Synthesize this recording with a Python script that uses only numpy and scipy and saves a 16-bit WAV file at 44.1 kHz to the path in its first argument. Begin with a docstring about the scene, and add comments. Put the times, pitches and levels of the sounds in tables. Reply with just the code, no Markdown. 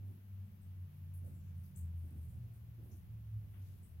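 """A quiet rock cave. Low rumble, diffuse air noise and a thin steady hiss form the background.
Someone moves about: cloth rustles and soles scuff by friction, weight rolls onto the floor
in soft thuds, and a loose slab knocks once underfoot. A distant engine-like drone of two tones
sinks in pitch and swells unevenly; its faint overtones catch a cave resonance."""
import sys
import numpy as np
from scipy import signal
from scipy.fft import rfft, irfft
from scipy.io import wavfile

SR = 44100
rng = np.random.default_rng(int(sys.argv[2]) if len(sys.argv) > 2 else 0)


def output_pcm(signal):
    """Save a mono or channel-first signal as 16-bit PCM at the path in sys.argv[1].

    Samples are clipped to [-1, 1] before scaling.
    """
    pcm = np.clip(np.atleast_2d(signal).T, -1, 1) * 32767
    wavfile.write(sys.argv[1], SR, np.round(pcm).astype(np.int16))


N = 176400  # 4 s


def undb(db):
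    """Decibels to gain."""
    return 10 ** (np.asarray(db) / 20)


def unit(x):
    """Scale to rms 1."""
    return x / np.sqrt(np.mean(x ** 2))


def times():
    """Sample times in s."""
    return np.arange(N) / SR


def freqs():
    """Bin frequencies in Hz, floored at 1."""
    return np.maximum(np.arange(N // 2 + 1) * SR / N, 1)


def track(table):
    """One per-sample curve for each column after time_s."""
    time_s, *columns = np.array(table).T
    return [np.interp(times(), time_s, column) for column in columns]


def walk(rate_hz):
    """Smooth random drift, rms 1."""
    spectrum = rfft(rng.standard_normal(N))
    return unit(irfft(spectrum / (1 + (2 * freqs() / rate_hz) ** 4), N))


def colour(points):
    """Gain per bin from (freq_hz, gain_db) points."""
    freq_hz, gain_db = np.array(points).T
    return undb(np.interp(np.log(freqs()), np.log(freq_hz), gain_db))


def stereo(mid, side, side_db):
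    """Mid and side to left and right."""
    return mid + undb(side_db) * side * np.array([[1], [-1]])


def noise(bin_gain, side_db):
    """Coloured stereo noise, rms 1."""
    mid, side = irfft(rfft(rng.standard_normal((2, N))) * bin_gain, N)
    return unit(stereo(mid, side, side_db))


def pan(pan_db):
    """Constant-power gains; positive is left."""
    return unit(undb(np.array([[pan_db], [-pan_db]]) / 2))


def envelope(start_s, attack_s, hold_s, decay_s):
    """Linear rise, hold, exponential fall."""
    age_s = times() - start_s
    rise = np.clip(age_s / attack_s, 0, 1)
    return rise * np.exp(-np.maximum(age_s - attack_s - hold_s, 0) / decay_s)


# Hiss spectrum: freq_hz, relative_db
HISS_SPECTRUM = [(5000, -22.5), (8500, -14), (10000, -4.5), (12000, 2.5), (14000, 2), (15800, 1)]

def hiss(level_db=-75, drift_db=0.2):
    """Thin, near-steady microphone hiss."""
    gain = undb(level_db + drift_db * walk(rate_hz=3.6))
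    return noise(colour(HISS_SPECTRUM), side_db=0.2) * gain * pan(pan_db=1.5)


# Air spectrum: freq_hz, relative_db
AIR_SPECTRUM = [(100, 2.5), (250, 3.5), (500, -3), (1000, -5.5), (2000, -8), (2750, -8), (4000, -14.5),
                (6500, -18), (8500, -24.5), (11000, -19.5)]

def air(level_db=-74, drift_db=0.3):
    """Diffuse air noise of the cave."""
    gain = undb(level_db + drift_db * walk(rate_hz=11))
    return noise(colour(AIR_SPECTRUM), side_db=0.5) * gain * pan(pan_db=2)


# Rumble spectrum: freq_hz, relative_db
RUMBLE_SPECTRUM = [(20, -19), (35, -11.5), (55, -7), (68, -5.5), (88, 7), (112, 0), (135, -6.5),
                   (160, -6.5), (180, -8.5), (240, -22.5), (400, -32), (800, -42.5), (1600, -61)]
# Rumble contour: time_s, level_db
RUMBLE_CONTOUR = [(0, -58), (.6, -60.5), (1.3, -55.5), (2.4, -54.5), (3.0, -57), (3.5, -53), (4.0, -58.5)]

def rumble(drift_db=2):
    """Low noise, its level drifting about a slow contour."""
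    [level_db] = track(RUMBLE_CONTOUR)
    bed = noise(colour(RUMBLE_SPECTRUM), side_db=-12.5)
    return bed * undb(level_db + drift_db * walk(rate_hz=4.3))


def friction(strokes, attack_s, decay_s, grit_db=1.5):
    """Noise bands broken up by tiny catches and slips."""
    grit = undb(grit_db * walk(rate_hz=300))
    out = 0
    for start_s, hold_s, level_db, centre_hz, width_hz, pan_db in strokes:
        band = 1 / np.sqrt(1 + (2 * (freqs() - centre_hz) / width_hz) ** 6)
        rub = unit(noise(band, side_db=0) * grit)
        out += rub * undb(level_db) * pan(pan_db) * envelope(start_s, attack_s, hold_s, decay_s)
    return out


# Cloth strokes: start_s, hold_s, level_db, centre_hz, width_hz, pan_db
CLOTH_STROKES = [(.03, 0.06, -79, 12300, 5000, 3), (.88, 0.13, -81, 12200, 3980, -6),
                 (1.23, 0.075, -77, 11300, 6060, 2), (1.54, 0.089, -79, 11100, 4999, 2),
                 (1.94, 0.33, -77.5, 11520, 5900, 3.5), (2.8, 0.13, -77, 12200, 5975, -1),
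                 (3.47, 0.39, -78, 12430, 5500, 2), (3.58, 0.11, -81, 4954, 6092, 12)]

def cloth():
    """Cloth rubs in soft, high rustles."""
    return friction(CLOTH_STROKES, attack_s=0.043, decay_s=0.06)


# Sole strokes: start_s, hold_s, level_db, centre_hz, width_hz, pan_db
SOLE_STROKES = [(.45, .01, -88, 8100, 1500, 10), (.608, 0.028, -81.5, 8700, 1900, 8),
                (1.133, 0.021, -69, 12500, 6000, 7), (1.135, 0.018, -70, 10700, 1402, 1),
                (1.238, 0.024, -72, 12070, 5960, 4), (1.345, 0.037, -83, 7500, 1100, 17),
                (1.40, 0.087, -86, 6587, 2180, 11), (1.63, .035, -72.5, 13500, 5000, 4),
                (1.632, 0.021, -82.5, 5485, 2360, 7), (1.745, 0.044, -82, 7050, 1604, 11),
                (1.754, 0.013, -64, 8325, 2160, 10), (1.757, 0.024, -65, 11800, 6140, 2),
                (2.21, 0.018, -75, 11300, 6000, 4), (2.28, 0.037, -79.5, 8900, 3300, 11),
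                (2.53, .03, -76.5, 11670, 6000, 3.5), (2.905, 0.024, -77, 6110, 1508, 13),
                (2.912, 0.05, -78, 12010, 7000, 9), (3.53, 0.046, -76.5, 1996, 2400, 5),
                (3.822, 0.028, -74.5, 8780, 2000, 7)]

def scuffs():
    """Soles scrape the floor in short, gritty strokes."""
    return friction(SOLE_STROKES, attack_s=0.009, decay_s=0.037)


# Slab modes, before squaring: freq_hz, width_hz, relative_db
SLAB_RESONANCES = [(480, 41, -0.5), (510, 40, -2), (548, 43, -3), (587, 51, -1), (666, 50, -7)]

def slab(level_db=-68.5):
    """A loose slab rocks underfoot: one short, hollow knock."""
    response = sum(undb(relative_db) / (1 + 2j * (freqs() - freq_hz) / width_hz)
                   for freq_hz, width_hz, relative_db in SLAB_RESONANCES)
    ring = noise(abs(response) ** 2, side_db=-1.5)
    return ring * undb(level_db) * envelope(start_s=1.226, attack_s=0.022, hold_s=0.027, decay_s=0.033)


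# Thud spectrum, before each step's low-pass: freq_hz, relative_db
THUD_SPECTRUM = [(25, -9.5), (50, -1), (120, 0), (220, 2), (290, -4), (350, -2), (430, -11.5), (600, -11),
                 (1000, -16), (3000, -17)]
# Footfalls: start_s, hold_s, level_db, cutoff_hz
FOOTFALLS = [(0.0, 0.053, -64.5, 395), (0.084, 0.056, -60.5, 295), (0.71, 0.088, -73, 300),
             (1.208, 0.15, -62, 263), (2.032, 0.04, -62, 322), (2.108, 0.061, -59, 284),
             (2.777, 0.079, -62, 437.6), (2.892, .05, -61.5, 368.6), (3.411, .04, -70.5, 437.6),
             (3.532, 0.054, -64, 260.5)]

def footfalls(attack_s=0.0067, decay_s=0.034):
    """Weight rolls onto the floor in soft, dull thuds."""
    out = 0
    for start_s, hold_s, level_db, cutoff_hz in FOOTFALLS:
        lowpass = 1 / np.sqrt(1 + (freqs() / cutoff_hz) ** 3.76)
        thud = noise(colour(THUD_SPECTRUM) * lowpass, side_db=-9.5)
        out += thud * undb(level_db) * envelope(start_s, attack_s, hold_s, decay_s)
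    return out


def tone(pitch_hz):
    """Gliding sine, rms 1; reflections make it differ slightly between the ears."""
    phase = 2 * np.pi * (np.cumsum(pitch_hz) / SR + rng.random())
    reflections = walk(rate_hz=2.7) * np.sin(phase) + walk(rate_hz=11) * np.cos(phase)
    return stereo(np.sqrt(2) * np.sin(phase), reflections, side_db=-23)


# Lower tone: time_s, pitch_hz, level_db
DRONE_LOWER = [(0,97.5,-46.5),(.09,98.7,-45),(.2,98,-58),(.31,97.5,-50.5),(.43,95.95,-46.5),(.52,94.7,-61),(.62,93.9,-54.5),(.83,92.23,-45.5),(.93,91.6,-59),(1.0,91.85,-50.5),(1.26,90.6,-43.5),(1.39,88.57,-57),(1.57,87.54,-45.5),(1.69,86.8,-56.5),(1.84,84.5,-43.5),(2.04,84.8,-45),(2.13,79.65,-56.5),(2.19,80.36,-43),(2.33,77.8,-56.5),(2.5,73.88,-60.5),(3.0,70.9,-64.5),(3.3,68.4,-54),(3.6,62,-64),(4.0,51.42,-72)]
# Upper tone, before trim: time_s, pitch_hz, level_db
DRONE_UPPER = [(0,157.5,-81),(.4,152.5,-65),(.6,149.4,-74),(.9,147,-57.5),(1.8,138.3,-59.5),(2.1,131.5,-60.5),(2.3,120.4,-60),(2.42,116.5,-47.5),(2.65,114.5,-57),(2.82,113.5,-52),(3.0,112.5,-66),(3.14,111.2,-46),(3.22,110.1,-53.5),(3.37,107.4,-39),(3.44,104.4,-54),(3.66,93.5,-48),(3.87,86.6,-67),(4.0,78.9,-49)]
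# Overtones of the lower tone, at resonance: pitch_ratio, level_db
DRONE_OVERTONES = [(2.0, -69), (2.18, -68.5), (2.58, -72.5)]

def drone(upper_trim_db=-1, waver_db=4.5, cave_mode_hz=179.3, mode_width_hz=28):
    """Two sinking, swelling tones; wavering overtones swell as they sink through a cave resonance."""
    lower_hz, lower_db = track(DRONE_LOWER)
    upper_hz, upper_db = track(DRONE_UPPER)
    out = tone(lower_hz) * undb(lower_db)
    out += tone(upper_hz) * undb(upper_db + upper_trim_db)
    for pitch_ratio, level_db in DRONE_OVERTONES:
        pitch_hz = pitch_ratio * lower_hz
        resonance = 1 / np.hypot(1, 2 * (pitch_hz - cave_mode_hz) / mode_width_hz)
        out += tone(pitch_hz) * resonance * undb(level_db + waver_db * walk(rate_hz=4.4))
    return out


def scene():
    """Cave background, quiet movement and the drone."""
    background = hiss() + air() + rumble()
    movement = cloth() + scuffs() + slab() + footfalls()
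    return background + movement + drone()


def record(dry, cutoff_hz=15900):
    """Steep elliptic low-pass."""
    return signal.sosfilt(signal.ellip(12, 0.1, 70, cutoff_hz, fs=SR, output="sos"), dry)


dry = scene()
out = record(dry)
output_pcm(out)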